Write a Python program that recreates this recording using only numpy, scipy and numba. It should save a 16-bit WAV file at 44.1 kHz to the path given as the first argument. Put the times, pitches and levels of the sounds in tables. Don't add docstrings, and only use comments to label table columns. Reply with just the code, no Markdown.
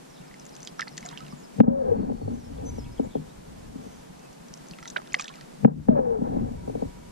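import sys
import numpy as np
from scipy import signal
from scipy.fft import rfft, irfft
from scipy.io import wavfile
from scipy.ndimage import uniform_filter1d
from numba import njit

SR = 44100
rng = np.random.default_rng(int(sys.argv[2]) if len(sys.argv) > 2 else 0)


def to_wav(sig):
    pcm = np.clip(np.atleast_2d(sig), -1, 1) * 32767
    pcm = np.round(pcm).astype(np.int16)
    wavfile.write(sys.argv[1], SR, pcm.T)


N = 313551
T = np.arange(N) / SR

# (frequency [Hz], mode gain [dB], t60 [s])
PANELS = [(102.8, -12, 0.334), (150.65, 0, 0.255), (185.3, -16, 0.215), (222.1, 1.5, 0.0688),
          (237.77, 2.5, 0.1906), (266.8, 4.5, 0.138), (331.3, -9, 0.12)]
# (frequency [Hz], mode gain [dB], free t60 [s])
GUNWALE = [(390.5, -3, 0.044), (428.3, 13, 0.03), (572.4, 19.5, 0.0103), (672, 16, 0.01536),
           (772.4, 14.5, 0.0136), (925.4, 10.5, 0.01227), (1024, 2, 0.0174), (1416, -15, 0.022),
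           (1545, -13.5, 0.014), (1779, -25, 0.016), (2260, -25, 0.0012), (3150, -27, 0.0044)]
# (time [s], panel gain [dB], gunwale scrape gain [dB], eddy rumble gain [dB], panel pitch [Hz])
WORK = [
    [(1.0, -52, -73, -74, 197), (1.24, -56, -61.5, -74, 170.2), (1.35, -52, -69.5, -77, 193),
     (1.5, -79.5, -77.5, -69, 199.8)],
    [(1.63, -15, -24, -32, 202.5), (1.665, -33.5, -36.5, -24.5, 206.1), (1.7, -22, -32, -36.5, 218),
     (1.82, -29, -31, -36.5, 250), (1.91, -26, -31.5, -37.5, 275.4), (2.12, -27.5, -39.5, -42, 239.5),
     (2.22, -43, -48, -36, 240), (2.3, -35.5, -47.5, -35.5, 261.6), (2.45, -47, -61.5, -43, 220.8),
     (2.65, -41, -52, -39, 271), (2.95, -53.5, -78, -48, 277.6), (3.05, -39, -41.5, -41, 247),
     (3.13, -49, -70, -48, 240.8), (3.19, -33, -58, -48.5, 186.8), (3.35, -60, -64.5, -51.5, 201.6),
     (3.86, -47, -59, -51, 242), (4.35, -90.5, -90, -72.5, 231.3)],
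    [(5.67, -31.5, -18.5, -42, 199.9), (5.8, -30.5, -85.5, -36, 191.4), (5.875, -51.5, -70, -44, 219.7),
     (5.895, -17, -25, -37.5, 249), (6.15, -35.5, -37.5, -35.5, 257), (6.27, -27.5, -33.5, -49.5, 248.5),
     (6.41, -23.5, -40, -34.5, 268.5), (6.57, -51.5, -53, -39, 230), (6.85, -33.5, -50.5, -38.5, 284.8),
     (6.93, -55, -62, -52.5, 259), (7.11, -73.5, -63, -44.5, 248)],
]


def undb(db):
    return 10 ** (np.asarray(db) / 20)


def level(x, db):
    return x * undb(db) / np.sqrt(np.mean(x ** 2))


def along(table, hz):
    f, v = np.transpose(table)
    return np.interp(np.log(np.maximum(hz, 1)), np.log(f), v)


def gains(tables, column):
    out = np.zeros(N)
    for rows in tables:
        s, db = np.array(rows)[:, 0], np.array(rows)[:, column]
        fade = np.clip(np.minimum(T - s[0], s[-1] - T) / .008, 0, 1)
        out += undb(np.interp(T, s, db)) * fade
    return out


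def band(x, lo_hz, hi_hz):
    return signal.sosfilt(signal.butter(2, [lo_hz, hi_hz], "bandpass", fs=SR, output="sos"), x)


def walk(rate_hz):
    k = int(SR / rate_hz)
    held = np.repeat(rng.standard_normal(N // k + 1), k)
    return 1.3 * uniform_filter1d(uniform_filter1d(held, k), k)[:N]


def ring(x, modes, near_hz=None):
    reach_db_per_octave = 23
    out, sense = 0, (1, -1 if near_hz is None else 1)
    for k, (hz, db, t60_s) in enumerate(modes):
        pole = np.exp(2j * np.pi * hz / SR - np.log(1000) / (t60_s * SR))
        drive = x
        if near_hz is not None:
            drive = x * undb(-reach_db_per_octave * np.abs(np.log2(near_hz / hz)))
        out = out + sense[k % 2] * undb(db) * signal.lfilter([1], [1, -pole], drive).imag
    return out


def pan(x, db):
    return x * undb(np.array([db, -db]).reshape(2, -1) / 2)


def bubble(hz, t60_s, glide):
    t = np.arange(int(t60_s * SR) + 8) / SR
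    tone = np.sin(2 * np.pi * hz * t * (1 + glide * t / t60_s))
    onset = np.minimum(t * hz / 0.72, 1)
    return tone * 1000 ** (-t / t60_s) * onset


def add(out, s, grain):
    i = int(s * SR)
    out[..., i:i + grain.shape[-1]] += grain[..., :N - i]


@njit
def follow(x, attack, release):
    e, out = 1e-6, np.empty(len(x))
    for i in range(len(x)):
        e += (x[i] - e) * (attack if x[i] > e else release)
        out[i] = e
    return out


def hush():
    # (frequency [Hz], relative density [dB])
    hush_spectrum = [(12, -69), (20, -20.5), (112, -28.5), (138, -3.5), (244, -5), (296, -7), (321, -11),
                     (488, -9), (560, -9), (850, -13.5), (1190, -19.5), (2300, -25.5), (3600, -28),
                     (7410, -29), (12600, -36.5), (15300, -55.5)]
    # (frequency [Hz], power share common to both ports [1])
    likeness = [(20, 0.896), (130, 1), (250, 0.312), (600, 0.86), (1500, 0.054), (3000, 0.12), (7000, 0.1),
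                (15000, 0.12)]
    hush_db = -46.5
    hz = np.fft.rfftfreq(N, 1 / SR)
    common, left, right = rfft(rng.standard_normal((3, N))) * undb(along(hush_spectrum, hz))
    share = np.clip(along(likeness, hz), 0, 1)
    both = irfft(np.sqrt(share) * common + np.sqrt(1 - share) * np.array([left, right]), N)
    drift_db = 0.3 * walk(1.5) + .5 * walk(23)
    return level(both * undb(drift_db), hush_db)


def chirps():
    # (start [s], relative level [dB], from [Hz], to [Hz], length [s])
    phrases = [(.09, -65, 6000, 5830, 0.029), (0.128, -66, 5400, 4950, .04), (.14, -66, 3780, 3583, .08),
               (0.262, -67, 5400, 4900, 0.037), (0.39, -65, 5450, 4850, 0.0414),
               (.52, -61.5, 5440, 4950, 0.042), (0.648, -57.5, 5500, 4970, 0.055),
               (0.775, -55, 5620, 4950, 0.074), (.905, -62, 5580, 4920, 0.0515),
               (1.035, -59, 5500, 4870, 0.044), (1.165, -61, 5600, 4954, 0.038),
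               (1.293, -61.5, 5550, 4950, 0.046), (1.35, -65.5, 7070, 6760, .09),
               (1.425, -61.5, 5700, 4900, 0.0425), (2.85, -62.5, 2685, 2470, 0.0257),
               (3.03, -65, 7000, 7200, 0.037), (3.085, -64.5, 3950, 3170, 0.11),
               (3.8, -68.5, 6100, 6000, 0.245)]
    mean_buzz_hz, stroke_span_hz, waver_share = 138.2, 900, 0.043
    out, waver = np.zeros(N), walk(220)
    for s, db, from_hz, to_hz, length_s in phrases:
        t = np.arange(int(length_s * SR)) / SR
        drift = 1 + waver_share * waver[int(s * SR):][:len(t)]
        stroke = np.cumsum(mean_buzz_hz * drift ** 4 / SR) % 1
        sweep_hz = drift * np.linspace(from_hz, to_hz, len(t)) + stroke_span_hz * (.5 - stroke)
        sweep = np.sin(2 * np.pi * np.cumsum(sweep_hz) / SR)
        shape = np.sin(np.pi * stroke) ** 2 * np.hanning(len(t)) ** .5
        add(out, s, undb(db) * 4 * sweep * shape)
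    return out


def throb():
    period_s, bump_s = .10245, 0.00614
    base_db, over_eddy_db, scatter_db, ring_over_base_db = -44.5, 6.5, 3, 11.5
    ticks = np.zeros(N)
    at = (np.arange(1, N / SR / period_s) * period_s * SR).astype(int)
    ticks[at] = undb(scatter_db * rng.standard_normal(len(at)))
    bumps = np.convolve(ticks, np.hanning(int(bump_s * SR)), "same")
    low = band(bumps, 22, 160) * (undb(base_db) + undb(over_eddy_db) * gains(WORK, column=3))
    return low + undb(base_db + ring_over_base_db) * band(bumps, 135.8, 245)


def swarm(gain, lo_hz, hi_hz, cycles, glide, db, count):
    out = np.zeros((2, N))
    for when, pitch, size, side, length in rng.random((count, 5)):
        hz = lo_hz * (hi_hz / lo_hz) ** pitch
        t60_s = cycles * (1 + 12.0 * length ** 2) / hz
        grain = bubble(hz, t60_s, glide) * undb(-3.5 * np.log(max(size, .08)))
        add(out, when * N / SR, pan(grain, 8 * (side - .5)))
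    return level(out, db) * gain


def spray():
    # (time [s], gain [dB])
    spray_curves = [
        [(0.2, -57), (0.46, -62.5), (0.88, -60.5), (0.996, -56), (1.13, -49), (1.35, -59.5), (1.5, -89)],
        [(4.3, -75), (4.534, -64.5), (4.914, -64.5), (5.208, -44.5), (5.508, -59.5), (5.6, -66)],
    ]
    # (time [s], gain [dB])
    burst_rows = [(0.796, -33), (0.875, -49.5), (1.051, -44.5), (1.114, -53), (4.966, -33.5),
                  (5.146, -44.5), (5.198, -49.5), (5.245, -52), (5.29, -57.5)]
    # (time [s], start pitch [Hz], level [dB], t60 [s])
    low_bubbles = [(.825, 1732, -29.5, 0.036), (.872, 827, -38, 0.034), (.874, 1266, -44, .03),
                   (1.05, 695.4, -36.5, 0.112), (1.125, 935, -43, 0.123), (1.205, 1272, -42, 0.107),
                   (1.325, 1137, -40, 0.035), (4.787, 1300, -42, 0.034), (4.826, 1314, -40.5, 0.0435),
                   (4.828, 876, -44.5, .03), (4.855, 1336, -40.5, 0.046), (4.865, 905, -44, 0.053),
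                   (4.96, 944, -32, 0.034), (4.962, 2397, -30.5, .03), (4.963, 2022, -35.5, 0.032),
                   (4.963, 397.5, -36.5, 0.066), (5.017, 1980, -49, 0.025), (5.143, 1122, -26, 0.03),
                   (5.165, 499, -36, 0.055), (5.201, 1132, -29, 0.022), (5.221, 1587, -40, 0.027),
                   (5.245, 1749, -38, 0.037), (5.3, 1071, -40.5, 0.064), (5.386, 1284, -44.5, 0.042)]
    rise_s, fall_s, low_trickle_db = 0.0018, 0.01307, -11.5
    trickle = gains(spray_curves, column=1)
    bursts = sum(undb(db) * np.exp(np.minimum((T - s) / rise_s, (s - T) / fall_s)) for s, db in burst_rows)
    low_gain = undb(low_trickle_db) * trickle + bursts
    out = swarm(trickle, 1235, 8660, 14.0, glide=0.12, db=-7.0, count=4000)
    out = out + swarm(low_gain, 578.3, 2177, 2.74, glide=0.062, db=7.0, count=3000)
    for s, hz, db, t60_s in low_bubbles:
        add(out, s, pan(undb(db) * bubble(hz, t60_s, glide=0.06), -11.0))
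    return band(out, 300, 11000)


def drops():
    # (time [s], level [dB], bubble pitch [Hz], relative impact tick [dB])
    drop_rows = [(0.3126, -37, 1994, -12), (0.342, -33, 2057, -5.5), (0.398, -29, 6170, -24.5),
                 (0.454, -29, 7040, -17.5), (0.4658, -29.5, 7050, -18.5), (0.4934, -32.5, 5730, -16),
                 (.554, -30.5, 6000, -15), (0.5658, -28.5, 6620, -8.5), (0.605, -32.5, 6220, -13),
                 (.621, -36, 5120, -5.5), (0.631, -24, 6400, -15.5), (0.65, -25, 6840, -14),
                 (0.674, -23, 3350, 4), (0.7947, -16.5, 1322, -9.5), (0.8087, -26.5, 3050, 8.5),
                 (0.818, -17.5, 1930, -24), (0.871, -37, 1282, -7), (0.8812, -24.5, 4410, -13),
                 (0.9704, -28, 6800, 2.5), (0.973, -36, 5960, -3), (0.981, -25.5, 1887, -4),
                 (0.979, -16.5, 6750, -4.5), (1.0076, -30.5, 6300, -19), (1.0284, -30.5, 2110, -7),
                 (1.054, -26, 7010, -11.5), (1.062, -19, 7090, -23.5), (1.0896, -26, 3674, -1.5),
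                 (1.114, -33.5, 1088, -5.5), (1.1754, -22, 3010, -11.5), (1.206, -39.5, 3950, 6),
                 (1.25, -44, 2920, -3), (1.266, -38, 2820, -5.5), (1.283, -39, 2510, 0.5),
                 (4.195, -39.5, 6600, -14.5), (4.29, -44.5, 4800, -6), (4.33, -39, 6350, -5.5),
                 (4.345, -46.5, 4200, -5.5), (4.485, -36, 6230, -14.5), (4.54, -24.5, 5980, -7),
                 (4.576, -33.5, 6100, -17.5), (4.669, -38, 6040, -15), (4.686, -29.5, 6290, -19),
                 (4.711, -27, 4966, -8.5), (4.7361, -35, 2685, -11), (4.787, -32, 2030, -3),
                 (4.806, -36, 7120, -23), (4.828, -33.5, 1990, 4), (4.836, -35.5, 5800, -6),
                 (4.851, -37.5, 4200, -14), (4.856, -30.5, 1970, 3.5), (4.877, -22.5, 6360, -13),
                 (4.879, -27, 3770, -10), (4.882, -23.5, 6170, -11), (4.902, -18, 6470, -13.5),
                 (4.92, -43, 4520, -13.5), (4.9635, -10.5, 1526, -38), (4.97, -23, 3735, -10),
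                 (5.0181, -35.5, 1033, -4.5), (5.0741, -37.5, 3630, 2.5), (5.123, -31.5, 5230, -17.5),
                 (5.125, -33, 2410, -19), (5.133, -20.5, 6650, -24.5), (5.1436, -4, 2005, -11),
                 (5.188, -30, 2510, -17.5), (5.191, -23.5, 5730, -14.5), (5.196, -20.5, 1207, -10.5),
                 (5.197, -17.5, 2420, 0), (5.203, -24.5, 7000, -15.5), (5.2103, -16.5, 6970, -7.5),
                 (5.215, -33, 4440, 3.5), (5.223, -24.5, 5800, -1.5), (5.244, -22.5, 5920, -5.5),
                 (5.257, -29, 3550, -17.5), (5.2804, -25.5, 2598, -5), (5.283, -25.5, 3497, -6),
                 (5.2929, -31, 3200, -8.5), (5.34, -36, 2364, -1.5), (5.357, -40.5, 4945, 7.5),
                 (5.411, -36, 1875, 6.5)]
    # (drop level [dB], longest fade [s])
    fade_by_level = [(-46, 0.03), (-22.5, 0.027), (-8, 0.017)]
    # (bubble pitch [Hz], left minus right [dB])
    drop_pan = [(1400, -9), (1750, -5), (2100, 0.5), (3000, -5.5), (4400, 0), (6500, 4)]
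    splash_cycles = 59.7
    out = np.zeros((2, N))
    t = np.arange(int(0.053 * SR)) / SR
    for s, db, hz, tick_db in drop_rows:
        fade_s, pan_db = np.interp(db, *np.transpose(fade_by_level)), along(drop_pan, hz)
        s = s - .0006
        noise, thrown = rng.standard_normal((2, len(t))), rng.random((9, 3))
        tick = undb(tick_db + 0.5) * band(noise[0] * np.exp(-t / 0.001366), 2820, 6906)
        tick = tick + undb(tick_db - 13.0) * band(noise[0] * np.exp(-t / 0.0042), 1100, 2500)
        splash_fade = np.exp(-t * 2.7 / np.clip(fade_s, .002, splash_cycles / hz))
        splash = undb(-4.0) * band(noise[1] * splash_fade, 0.889 * hz, 1.008 * hz)
        add(out, s, pan(undb(db) * (tick + splash), pan_db))
        add(out, s, pan(undb(db - 3.0) * bubble(hz, min(fade_s, 30 / hz), glide=0.038), pan_db))
        for late, pitch, size in thrown:
            droplet_hz = min(hz * 3.0 ** pitch, 7500)
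            droplet = undb(db - 13 - 8.0 * size) * bubble(droplet_hz, 14 / droplet_hz, glide=0.043)
            add(out, s + 0.5 * late * fade_s, pan(droplet, pan_db))
    return band(out, 580, 7030)


def knocks():
    # (time [s], click drive [dB], boom minus click drive [dB], panel pitch [Hz])
    knock_rows = [(.912, -54.5, 15.5, 174), (1.222, -53, 18, 163.2), (1.326, -50, 16, 195),
                  (1.429, -58, 12, 165.4), (1.583, -38.5, 27, 130.4), (1.603, -9.5, 14.5, 224.7),
                  (1.675, -14, 13.5, 217.8), (1.878, -28.5, 25.5, 96), (2.028, -29, 1, 250),
                  (2.097, -25.5, -5.5, 221), (2.118, -29, 1, 202.5), (2.214, -36.5, 2.5, 248),
                  (2.223, -44.5, 37.5, 96.9), (2.277, -29.5, -9, 271.3), (2.5, -50, 4, 265),
                  (2.631, -48, 11.5, 266), (2.689, -46.5, 7, 257), (2.781, -35.5, -3.5, 268),
                  (2.89, -53, 7.5, 268), (2.995, -24, 6, 291), (3.046, -46.5, 6, 149),
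                  (3.152, -25, 0.5, 281.4), (3.164, -35.5, 8.5, 148.8), (3.274, -61.5, 14.5, 119.5),
                  (3.753, -48.5, 15, 261.3), (3.861, -48.5, 6, 254), (5.63, -42.5, 23.5, 137.4),
                  (5.648, -10.5, 17, 201.2), (5.679, -19.5, 16.5, 194.9), (5.885, -13, 12.5, 219),
                  (5.911, -35, 26, 141.6), (6.185, -35.5, 10.5, 248), (6.216, -26.5, 8, 256),
                  (6.246, -40.5, 25, 100), (6.324, -48.5, 19.5, 109.1), (6.365, -30, 9.5, 264),
                  (6.37, -38, 19.5, 110), (6.507, -49.5, 20.5, 224), (6.676, -31, -2.5, 256),
                  (6.695, -31, -6.5, 260.3), (6.751, -29, -3, 268), (6.821, -25.5, -2.5, 269),
                  (6.834, -42, 7, 150.5)]
    flex_cycles = 2.307
    boom, click = np.zeros(N), np.zeros(N)
    for s, db, boom_db, hz in knock_rows:
        push = np.hanning(int(flex_cycles * SR / hz))
        flex = push * np.sin(2 * np.pi * hz * np.arange(len(push)) / SR) / push.sum()
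        contact_s = np.interp(db, [-16, -10], [.001, .00035])
        edge = np.hanning(int(SR * contact_s))
        add(click, s, undb(db) * edge / edge.sum())
        add(boom, s, undb(db + boom_db) * flex)
    s, _, _, hz = np.transpose(knock_rows)
    panel_hz = hz[np.maximum(np.searchsorted(s, T) - 1, 0)]
    body = undb(7.0) * ring(boom, PANELS, panel_hz) + undb(2.5) * ring(click, GUNWALE)
    return band(body, 108, 3400)


def hull():
    swirl_apart = 0.392
    scrape_damping, tilt_db_per_octave = 0.882, 2.5
    common, apart = rng.standard_normal((2, N))
    push = (common + swirl_apart * apart * np.array([[1], [-1]])) * undb(2.54 * walk(30))
    panel_hz = np.interp(T, *np.vstack(WORK).T[[0, 4]])
    swirl = level(ring(push, PANELS, panel_hz), 1.7)
    grit = rng.standard_normal(N) * (rng.random(N) < 6000 / SR) * undb(3.3 * walk(30))
    pressed = [(hz, db + tilt_db_per_octave * np.log2(hz / 500), scrape_damping * t60_s)
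               for hz, db, t60_s in GUNWALE]
    scrape = level(ring(uniform_filter1d(grit, size=8), pressed), 8.95)
    return swirl * gains(WORK, column=1) + band(scrape, 200, 1500) * gains(WORK, column=2)


def deep():
    rumble = band(rng.standard_normal(N), 18.2, 134.6) * undb(3.83 * walk(9.6))
    return level(rumble, 0) * gains(WORK, column=3)


def squeak():
    # (time [s], mean slip rate [Hz], gain [dB])
    slides = [
        [(1.68, 544.8, -31), (1.788, 551.9, -36.5), (1.83, 519.3, -35.5)],
        [(1.835, 477.9, -38.5), (1.86, 530.8, -41), (1.895, 508.5, -31), (1.905, 467, -44),
         (1.92, 466.2, -24.5), (1.96, 452.2, -50.5)],
        [(5.9, 653.4, -26), (5.935, 603.8, -37.5), (5.968, 565.7, -28.5), (6.042, 496.5, -40.5),
         (6.05, 501, -45), (6.078, 475.4, -33.5), (6.14, 460.5, -39.5), (6.168, 430, -45), (6.2, 438, -59)],
    ]
    # (multiple of slip rate [1], gain [dB])
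    partials = [(1, 22), (2, -11)]
    s, hz, _ = np.vstack(slides).T
    slip_hz = np.interp(T, s, hz) * (1 + .006 * walk(90))
    phase = 2 * np.pi * np.cumsum(slip_hz) / SR
    tone = sum(undb(db) * np.sin(k * phase) for k, db in partials)
    return tone * undb(1.3 * walk(60)) * gains(slides, column=2)


def tones():
    # (start [s], end [s], centre [Hz], width [Hz], level before fades [dB], sign at the left port [1])
    tone_rows = [(2.55, 3.13, 960, 16, -62, -1), (2.55, 3.13, 2265, 16, -71, 1),
                 (6.46, 7.2, 960, 16, -62, -1), (6.46, 7.2, 2265, 16, -69, 1),
                 (1.8, 2.36, 4400, 20, -70, 1)]
    out = 0
    for start, end, hz, width_hz, db, left in tone_rows:
        tone = level(band(rng.standard_normal(N), hz - width_hz / 2, hz + width_hz / 2), db)
        fade = np.clip(np.minimum(T - start, end - T) / 0.014, 0, 1)
        out = out + np.array([[np.sign(left)], [1]]) * tone * fade
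    return out


def birds():
    # (start [s], length [s], from [Hz], to [Hz], relative level [dB], bend [1]: <1 moves most at the start)
    notes = [(2.332, 0.028, 6090, 6160, -62, 1), (2.37, 0.021, 6150, 6110, -61, 0.87),
             (2.396, 0.049, 5900, 5370, -62, 0.84), (2.439, 0.0486, 5375, 5310, -60.5, 0.49),
             (2.535, 0.0104, 2910, 3300, -61.5, 0.96), (2.576, 0.0116, 3285, 3520, -57, 0.97),
             (2.652, 0.051, 6098, 6108, -46.5, 1.1), (2.701, 0.063, 6060, 6066, -59.5, 0.95),
             (2.761, 0.0192, 5700, 6200, -55, 0.41), (2.779, 0.038, 5810, 4750, -55.5, 1.3),
             (2.81, 0.04, 5400, 5050, -61.5, 0.37), (2.84, 0.0153, 3030, 3600, -60, 0.94),
             (2.919, 0.024, 4830, 5450, -60, 0.6), (2.934, 0.029, 5400, 4990, -63, 1.9),
             (2.977, 0.0164, 3456, 2890, -54, 1.04), (3.29, .04, 3650, 4130, -66.5, 1.5),
             (4.189, 0.094, 2750, 2550, -64, .7)]
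    attack_share = 0.33
    out = np.zeros(N)
    for s, length_s, from_hz, to_hz, db, bend in notes:
        u = np.arange(int(length_s * SR)) / (length_s * SR)
        shape = np.interp(u, [0, attack_share, 1], [0, 1, 0]) ** 0.393
        glide_hz = from_hz + (to_hz - from_hz) * u ** bend
        add(out, s, undb(db) * shape * np.sin(2 * np.pi * np.cumsum(glide_hz) / SR))
    return np.sqrt(2) * out * undb(2.92 * walk(80))


def scene():
    # (frequency [Hz], left minus right [dB])
    hull_pan = [(90, 1.5), (150, 3.5), (200, 10), (240, 3), (280, -0.12), (350, 6), (450, 7), (550, 4),
                (750, 1.5), (1400, 0.78), (1700, 4), (3000, 7)]
    hull_pan_db = along(hull_pan, np.fft.rfftfreq(N, 1 / SR))
    body = irfft(pan(rfft(knocks() + hull() + squeak()), hull_pan_db), N)
    bass = pan(deep() + throb(), 1.6)
    far = pan(birds() + chirps(), 1.2) + tones() + hush()
    return body + bass + drops() + spray() + far


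def record(dry):
    # (frequency [Hz], phase by which left leads [rad])
    port_lead = [(20, -0.5), (45, -0.55), (90, 1.1861), (150, 0.7668), (200, -1.5547), (240, -2.0),
                 (280, -1.913), (350, -1.75), (450, -3), (550, -3), (750, -3.5), (1000, -2.5), (1250, -4.0),
                 (1450, -4.5), (2200, -5.5), (3000, -6.5), (4400, -6.5), (6500, -7.5), (16000, -8.5)]
    full_scale, top_hz = .98, 15200
    turn = np.exp(1j * along(port_lead, np.fft.rfftfreq(N, 1 / SR)))
    ports = np.array([irfft(rfft(dry[0]) * turn, N), dry[1]])
    stages = [(2.5, 5.7, 0.001035, 0.13),
              (-18, 1.615, 0.00562, 0.244),
              (-34.5, 1.1051, 0.0393, 0.516)]
    for threshold_db, ratio, attack_s, release_s in stages:
        envelope = follow(np.abs(ports).max(axis=0), 1 / (attack_s * SR), 1 / (release_s * SR))
        gain = np.minimum(undb(threshold_db) / envelope, 1) ** (1 - 1 / ratio)
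        ports = ports * uniform_filter1d(gain, size=120)
    clipped = np.clip(ports, -full_scale, full_scale)
    return signal.sosfilt(signal.ellip(8, .2, 70, top_hz, fs=SR, output="sos"), clipped)


dry = scene()
out = record(dry)
to_wav(out)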